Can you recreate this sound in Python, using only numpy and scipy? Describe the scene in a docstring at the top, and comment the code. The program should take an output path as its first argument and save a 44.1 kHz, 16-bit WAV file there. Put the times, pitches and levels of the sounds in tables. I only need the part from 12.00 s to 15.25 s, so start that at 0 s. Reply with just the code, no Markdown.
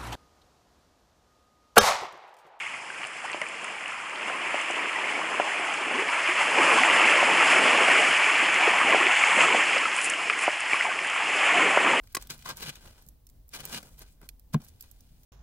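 """Hand tool scraping in a deep hole

A small steel hand tool scrapes and picks at packed dirt, close to two microphone ports. The scrape is grainy noise
in bands that also excites blade resonances; strikes on stony crust are noise cracks with ringing sines and a soil push.
One knock thumps the wall with swelling sines; crumbs are short bright noise ticks, mostly on the right.
The hole answers with decaying noise echoes; low rumble and thin hiss, both shaped noise, lie under all."""
import sys
import numpy as np
from scipy import signal
from scipy.fft import rfft, irfft, next_fast_len
from scipy.io import wavfile
from scipy.ndimage import map_coordinates

SR = 44100
rng = np.random.default_rng(int(sys.argv[2]) if len(sys.argv) > 2 else 0)


def log_audio(samples):
    """Write samples as a 16-bit WAV file to the path given in sys.argv[1]."""
    # one column per channel
    frames = np.atleast_2d(samples).T
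    # limit to full scale, then quantise
    limited = np.clip(frames, -1, 1)
    pcm = np.round(limited * 32767).astype(np.int16)
    wavfile.write(sys.argv[1], SR, pcm)


N = 143325  # samples


def amp(db):
    """Amplitude factor of a level in dB."""
    return 10 ** (np.asarray(db) / 20)


def unit(x):
    """x scaled to an RMS of 1."""
    return x / np.sqrt(np.mean(x ** 2) + 1e-20)


def along(points, hz):
    """Interpolates (frequency [Hz], value) points on a log frequency axis."""
    f, v = np.transpose(points)
    return np.interp(np.log(hz + 1), np.log(f + 1), v)


def wobble(rate):
    """A smooth random curve with `rate` knots a second."""
    knots = rng.standard_normal(int(N * rate / SR) + 4)
    return map_coordinates(knots, [np.arange(N) * rate / SR])


def filtered(x, response):
    """Filters x by a gain or complex response given as a function of frequency."""
    m = next_fast_len(x.shape[-1] + 4096)
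    spectrum = rfft(x, m) * response(np.fft.rfftfreq(m, 1 / SR))
    return irfft(spectrum, m)[..., :x.shape[-1]]


def band(hz, lo_hz, hi_hz):
    """A band-pass gain that falls 18 dB per octave on either side."""
    return 1 / np.sqrt((1 + (lo_hz / (hz + 1)) ** 6) * (1 + (hz / hi_hz) ** 6))


def resonances(f, modes):
    """Response of causal resonators (centre [Hz], width [Hz], level [dB]) with alternating signs."""
    total = 0
    for k, (centre, width, db) in enumerate(modes):
        damping = 1j * f * width
        total = total + (-1) ** k * amp(db) * damping / (centre * centre - f * f + damping)
    return total


def add(track, s, x):
    """Lays x on the track at time s in seconds."""
    part = track[..., round(s * SR):][..., :x.shape[-1]]
    part += x[..., :part.shape[-1]]


def aside(track, s, x, pan_db):
    """Lays x on both ports with the level and time difference of its place."""
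    lag_s_per_db = .00005  # a sound louder at one port reaches it later
    for port, sign in zip(track, (.5, -.5)):
        add(port, s + sign * pan_db * lag_s_per_db, amp(sign * pan_db) * x)


def burst(shape, tilt_db, t60, rise_s):
    """A crack of coloured noise that decays fast, then crumbles softly; peak 1."""
    t = np.arange(SR // 10) / SR
    tail_db, tail_t60 = -20, 0.036  # the softer crumbling
    noise = filtered(rng.standard_normal(len(t)),
                     lambda hz: shape(hz) * amp(tilt_db * np.log2((hz + 50) / 5000)))
    decay = amp(-60 * t / t60) + amp(tail_db - 60 * t / tail_t60)
    crack = noise * decay * (1 - np.exp(-t / rise_s)) ** 2
    return crack / np.abs(crack).max()


def grit_noise():
    """Random grains of uneven strength roughen three noises: one common to the ports, one for each alone."""
    grains_per_s, grain_spread_db, grain_s = 1800, 3.5, .0007
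    smooth, lumps_db = .7, 1.4  # steady share against the grains; slow unevenness
    hits = rng.random(N) < grains_per_s / SR
    hits = hits * amp(grain_spread_db * np.minimum(rng.exponential(size=N), 3.5))
    grains = signal.lfilter([1], [1, -np.exp(-1 / (grain_s * SR))], hits)
    return (smooth + unit(grains)) * amp(lumps_db * wobble(90)) * rng.standard_normal((3, N))


def scrape_layers(common, alone):
    """Splits the grit into grit, body and fine dust bands, and adds a resonant thud of the wall."""
    # Grit colour: (frequency [Hz], relative density [dB per Hz])
    grit_colour = [(300, 3.5), (900, -1), (1900, -4), (3900, -1), (7000, -8), (11000, -9), (16000, -7.5)]
    # Stereo width: (frequency [Hz], share of the grit power that each port hears alone [0-1])
    width = [(300, 0.054), (1500, 0.56), (4000, 0.47), (12000, 0.66)]
    own_db = 1  # each band also clumps by itself

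    def share(hz):
        return np.clip(along(width, hz), 0, 1)

    wide = filtered(common, lambda hz: np.sqrt(1 - share(hz)))
    wide = wide + filtered(alone, lambda hz: np.sqrt(share(hz)))

    def part(lo_hz, hi_hz):
        clumps = amp(own_db * wobble(44.94))
        return unit(clumps * filtered(wide, lambda hz: amp(along(grit_colour, hz)) * band(hz, lo_hz, hi_hz)))

    wall_modes = [(142.6, 22, 2.5), (230.3, 40, -4)]
    thud = unit(filtered(rng.standard_normal(N), lambda hz: resonances(hz, wall_modes) * band(hz, 80, 246)))
    return [part(1400, 7000), part(300, 1400), thud, part(7000, 20000)]


def blade_ring(common, near_hz):
    """Grit drags over the blade and wakes its resonances, most strongly near one frequency."""
    # Blade resonances: (frequency [Hz], width [Hz], level before the contact's favour [dB])
    blade = [(930, 70, -3), (1090, 70, -1), (1220, 60, -3), (1420, 50, -4), (1590, 45, -4), (2330, 90, -4),
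             (2820, 55, -1), (3960, 55, 1), (4820, 120, -5), (7660, 150, -8)]
    favour_db, broken_db = 14, 2  # loss per octave away from near_hz; depth of the ring's breaking up
    modes = [(hz, w, db - favour_db * abs(np.log2(hz / near_hz))) for hz, w, db in blade]
    return unit(amp(broken_db * wobble(40)) * filtered(common, lambda hz: resonances(hz, modes)))


def scraping():
    """Strokes and trickling soil are heard directly, through the blade and through the wall."""
    # One list per stroke, with the soil that trickles after it:
    # (time [s], grit level [dB], body [dB over the grit], thud [dB over the grit], fine dust [dB over the grit])
    strokes = [
        [(0.03, -79.5, 10, -4, 8), (0.064, -79.5, 1, -7, 11.5), (0.072, -76, -6, -15, 0.5),
         (0.12, -67.5, -19, -2, 1), (0.13, -77.5, -10, -1, 15.5), (0.14, -69.5, -5, 2, -29.5)],
        [(0.18, -60, 8, -8, -13), (0.214, -56.5, -10, -11, 0.5), (0.288, -76.5, 2, 9.5, -5),
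         (0.302, -40, -10.5, -12.5, -1), (0.366, -63.5, -3.5, 5.5, 0), (0.44, -62, -17, -5.5, -2.5)],
        [(0.44, -62, -7, -14, -1.5), (0.462, -47, -13, -10, -3.5), (0.485, -47, 0, -10, -7),
         (0.492, -39.5, -7, -15, -6.5), (0.505, -39, -5.5, -11.5, -8.5), (0.554, -70, 1.5, 13.5, -4),
         (0.566, -58.5, -3, -14, 9.5), (0.6, -53.5, -12, 4, -6)],
        [(0.6, -54, -1.5, 2.5, 4.5), (0.634, -44.5, -11.5, -14, -9.5), (0.654, -47.5, -7, -6, -1),
         (0.694, -40, -9.5, -7.5, -5), (0.71, -54.5, -7, -3, -10.5), (0.745, -64.5, -4, -5, -2),
         (0.757, -53.5, -15, -13, -6), (0.775, -61.5, -2, -5, -5), (0.8, -62.5, -5, -12, -5)],
        [(0.8, -67, -5, -11, 2), (0.835, -62.5, 0, 0, 1.5), (0.848, -61.5, 3.5, 1, 3.5),
         (0.875, -59.5, 0.5, -1.5, 1), (0.93, -66.5, -3, -4, -2.5), (1.01, -69.5, -2.5, -13, 3),
         (1.08, -84, 5, 21, 13.5), (1.12, -91, -1, -1, 0)],
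        [(1.5, -76, -13, -1, 1.5), (1.524, -66.5, -31.5, -14, 4.5), (1.536, -43.5, -12.5, -21, -3.5),
         (1.556, -45.5, -5.5, -3.5, 2.5), (1.575, -51.5, 1.5, -8, 1), (1.595, -55, -2, -2, -1),
         (1.607, -48.5, -6, -4, -3), (1.62, -56.5, 0, -3, -5), (1.66, -53, -2.5, -5, 1),
         (1.7, -56.5, -2, 1, 6.5)],
        [(1.7, -52, 1, 1, 1), (1.716, -51.5, -1.5, -10, 3.5), (1.748, -39.5, -2.5, 1.5, -0.5),
         (1.757, -44, -6, -1, -5.5), (1.765, -40.5, -8, -5.5, -4), (1.784, -43, -9, 4.5, -4.5),
         (1.796, -63.5, 3, 4.5, 3), (1.96, -78.5, 6, 10, 11.5)],
        [(1.96, -80.5, -4, 13, 8.5), (2.022, -56, 2, 1.5, 7), (2.046, -67.5, -5, -7, -5),
         (2.128, -79.5, -11, 10, 13), (2.2, -88, 8, 11, -8), (2.23, -74, 9.5, 12, 2), (2.27, -74.5, 9.5, 1, 10)],
        [(2.522, -85.5, 0, 10, 3.95), (2.53, -65.5, -1, 10, 5), (2.54, -48, -3, 13, 6),
         (2.546, -46.5, 1, 18.7, 3)],
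        [(2.6, -70, 6, 26, 0.5), (2.646, -71, 2.5, 2.3, 12.5), (2.674, -72, -2, 13, 7),
         (2.684, -74.5, -6, 2, 15), (2.712, -77, -5, 6.8, 1), (2.8, -76.5, -12, 6.6, 4)],
        [(2.8, -73, -18, -2, 8), (2.83, -71, -10, -5, 6), (2.843, -63, -3, -9, 2.5),
         (2.862, -75, -5.5, -3, 5.4), (3.172, -78.5, -22.5, 11, 1.1), (3.23, -84.5, -17, -7, 15),
         (3.25, -77.5, -4, 15, 4)],
    ]
    # Blade contact per stroke: (favoured frequency [Hz], ring where the grit is 4 dB below its top [dB over the grit])
    sings = [(2330, -11), (2330, -7), (1060, 0), (3300, -2.5), (2820, -11), (2330, -6), (2820, -2),
             (1400, -9), (2330, -14), (2330, -14), (3960, -5)]
    ring_grows = .4  # extra dB of ring per dB of grit: the ring fades faster than the grit
    t = np.arange(N) / SR
    common, *alone = grit_noise()
    layers = scrape_layers(common, np.array(alone))
    out = np.zeros((2, N))
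    for rows, (near_hz, ring_db) in zip(strokes, sings):
        s, level, *over = np.transpose(rows)
        ring = blade_ring(common, near_hz)
        ring_db = ring_db + ring_grows * (level - level.max() + 4)
        # neighbouring strokes crossfade over 8 ms
        fade = np.interp(t, [s[0] - .004, s[0] + .004, s[-1] - .004, s[-1] + .004], [0, 1, 1, 0])
        for offset_db, layer in zip([0] + over + [ring_db], layers + [ring]):
            out += fade * amp(np.interp(t, s, level + offset_db)) * layer
    return out


def strikes():
    """Each blade contact cracks, rings the stony crust as decaying sines and pushes the soil as low noise."""
    # Blade on stone: (time [s], crack peak [dB], ring [dB over the crack], brightness [dB per octave],
    # push [dB over the crack], left minus right [dB])
    contacts = [(0.1484, -14, -5, 1.5, -28.5, -0.5), (0.168, -24, 7.5, -3, -10, -0.5),
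                (0.3017, -31.5, -2, 1.5, -16, -1), (0.459, -34.5, 4, -6, -18, 3),
                (0.4887, -28, 3, 3.5, -33, 4), (0.628, -28.5, 0, 1, -23, 2.5),
                (0.6906, -28, -29, -2, -29.5, 4.5), (1.537, -32, -19, -4.5, -35.5, 4),
                (1.602, -30, -26, -3.5, -17, 4), (1.8279, -37.5, -13, -2, -2.5, 3.5),
                (2.2145, -52, -5, -6, 0, 0), (2.229, -50, -5, -6, 0.5, -1.5),
                (2.5422, -28, -37, -5.5, -6.5, 1)]
    # Ringing crust: (frequency [Hz], level over the ring setting [dB], decay by 60 dB [s])
    stone = [(390, -14, 0.03), (1097, -6, 0.035), (1640, -10, 0.015), (1987, -3.5, 0.015),
             (2606, -7.5, 0.013), (3700, -19.5, 0.0072), (3950, -21, 0.037), (4975, -3, 0.011),
             (5890, -14, 0.011)]
    crack_t60, rise_s, push_t60 = 0.018, 0.0016, 0.034
    out, t = np.zeros((2, N)), np.arange(SR // 10) / SR
    for s, db, ring_db, tilt_db, push_db, pan_db in contacts:
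        ring = 0
        for hz, level, t60 in stone:
            decay = amp(level + rng.normal(0, 0.67) - 60 * t / t60)
            ring = ring + decay * np.sin(2 * np.pi * (hz * t + rng.random()))
        ring = (1 - np.exp(-t / rise_s)) * amp(ring_db) * ring
        soil = unit(filtered(rng.standard_normal(len(t)), lambda hz: band(hz, 150, 370)))
        push = amp(push_db - 60 * t / push_t60) * soil
        crack = burst(lambda hz: band(hz, 1150, 30000), tilt_db, crack_t60, rise_s)
        aside(out, s - .0005, amp(db) * (crack + ring), pan_db)
        add(out, s + 0.0018, amp(db) * push[None])
    return out


def knock():
    """One blow makes the wall modes swell and die at their own pace; loose soil rattles after."""
    # Knocked wall and handle: (frequency [Hz], envelope peak [dB], delay [s], time to the peak [s])
    wall = [(150, -16.2, .0037, .0072), (207, -25.5, -.0009, .0066), (233, -26.7, .0055, .0074),
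            (218, -49, .0135, .018), (310, -39, .004, .007), (430, -37, .0033, .004),
            (640, -37, .0012, .003), (1058, -23.5, .0013, .0014)]
    knock_s = 2.5432
    debris_db, debris_t60 = -30.5, 0.094  # loose soil shaken off by the blow
    out, t = np.zeros(N), np.arange(SR // 4) / SR
    for hz, db, delay_s, peak_s in wall:
        swell = t / peak_s * np.exp(1 - t / peak_s)
        add(out, knock_s + delay_s, amp(db) * swell * np.sin(2 * np.pi * hz * t))
    debris = burst(lambda hz: band(hz, 210, 4500), -7.0, debris_t60, 0.0018)
    add(out, knock_s + 0.0013, amp(debris_db) * debris)
    return out


def placed_tool(x):
    """Places scrape and knock by a level difference per frequency and a delay between the ports."""
    # Tool position: (frequency [Hz], left minus right [dB])
    pan = [(300, 0.6), (700, 1.5), (1500, 1.6), (6000, 1.5), (12000, -1)]
    lag_s = .0001  # later at the left port
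    sides = np.array([[.5], [-.5]])
    return filtered(x, lambda hz: amp(sides * along(pan, hz)) * np.exp(-2j * np.pi * hz * sides * lag_s))


def crumbs():
    """Falling soil lands as small bright ticks of noise."""
    # Falling crumbs: (time [s], peak [dB], brightness [dB per octave], left minus right [dB])
    falls = [(0.0358, -45.0, 5, -1), (0.0727, -47.5, -5, -2), (0.1256, -46.5, 9.5, -6.5),
             (0.2236, -34, -2.5, -2.5), (0.2713, -38.5, -1, 0), (0.3787, -47, 4.5, -8),
             (0.3908, -43, -1, -7.5), (0.4234, -41.5, -4, -0.5), (0.5697, -32.5, -1, -3),
             (0.755, -37, -4.5, 5.5), (0.8703, -48, -1.5, -3), (0.986, -60, -6, -3),
             (1.0225, -47.5, 6, -4.5), (1.064, -48.5, 5, -4.5), (1.0765, -51, 9, -1.5),
             (1.0864, -37.5, 6.5, -10.5), (1.268, -41, 1, -4), (1.29, -49.5, 1.5, 2.5),
             (1.2981, -46.5, 0.5, -5.5), (1.481, -46, 19, 3.5), (1.4906, -39.5, 6, -5),
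             (1.6525, -21.5, 6.5, -2.5), (1.9918, -37, 8.5, -3.5), (2.2144, -48, 5, 2),
             (2.2889, -30, -1, -9), (2.395, -43.5, 6.5, -5.5), (2.6173, -42.5, 0.5, -1),
             (2.6473, -42, 5, 0), (2.6847, -42.5, 2, -3.5), (2.8064, -49, -2, -2), (2.8085, -30, 4.5, -5),
             (2.8246, -35.5, 3.5, -3.5), (2.9125, -40.5, 8, -14), (2.9856, -55.5, 5, 1),
             (3.0063, -44.5, 1.5, -4), (3.2331, -49.5, 2, -1.5)]
    # Tick colour before the brightness tilt: (frequency [Hz], relative density [dB per Hz])
    colour = [(410, -45), (700, -26), (2150, -12), (3040, -12), (4640, -5.5), (10400, -9.5), (12300, 0),
              (13800, -6.5), (15200, -4), (16500, -23.5)]
    t60, rise_s = 0.0066, 0.00065
    out = np.zeros((2, N))
    for s, db, tilt_db, pan_db in falls:
        tick = burst(lambda hz: amp(along(colour, hz)), tilt_db, t60, rise_s)
        aside(out, s, amp(db) * tick, pan_db)
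    return out


def pit(x):
    """Each port hears its own short answer from the hole, a decaying noise echo."""
    hole_db, hole_t60 = -5.5, 0.019
    t = np.arange(SR // 8) / SR
    tail = rng.standard_normal((2, len(t))) * amp(-60 * t / hole_t60) * (t > .001)
    wet = signal.fftconvolve(x, tail / np.linalg.norm(tail[0]), axes=1)[:, :N]
    return x + amp(hole_db) * filtered(wet, lambda hz: band(hz, 870, 9000))


def floor():
    """Low rumble, near mono, and a thin wide hiss: shaped noise mixed from mid and side."""
    # Rumble and hiss colour: (frequency [Hz], relative density [dB per Hz])
    rumble = [(20, -7.5), (30, -2.5), (44, 3.5), (60, -4.5), (90, -7.5), (130, -14), (200, -25.5),
              (260, -19), (330, -28), (700, -32.5), (1300, -42.5), (2500, -45), (4200, -43), (8000, -45.5),
              (13000, -40.5), (16000, -36)]
    # Stereo likeness: (frequency [Hz], left-right correlation [0-1])
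    alike = [(30, 1), (150, 0.88), (400, 0.33), (1000, 0.39), (2500, 0.11), (8000, .05)]
    floor_db, drift_db = -55, 1.2

    def mid_side(hz):
        turn = np.arccos(np.clip(along(alike, hz), -1, 1)) / 2
        return amp(along(rumble, hz)) * np.array([np.cos(turn), np.sin(turn)])

    mid, side = filtered(rng.standard_normal((2, N)), mid_side)
    return amp(floor_db + drift_db * wobble(11)) * unit(np.array([mid + side, mid - side]))


def scene():
    """Tool, strikes and crumbs sound in the pit, over the floor."""
    tool = placed_tool(scraping() + knock())
    return pit(tool + strikes() + crumbs()) + floor()


def record(dry):
    """The microphones keep nothing above their band limit."""
    top_hz = 15800
    return filtered(dry, lambda hz: hz < top_hz)


dry = scene()
out = record(dry)
log_audio(out)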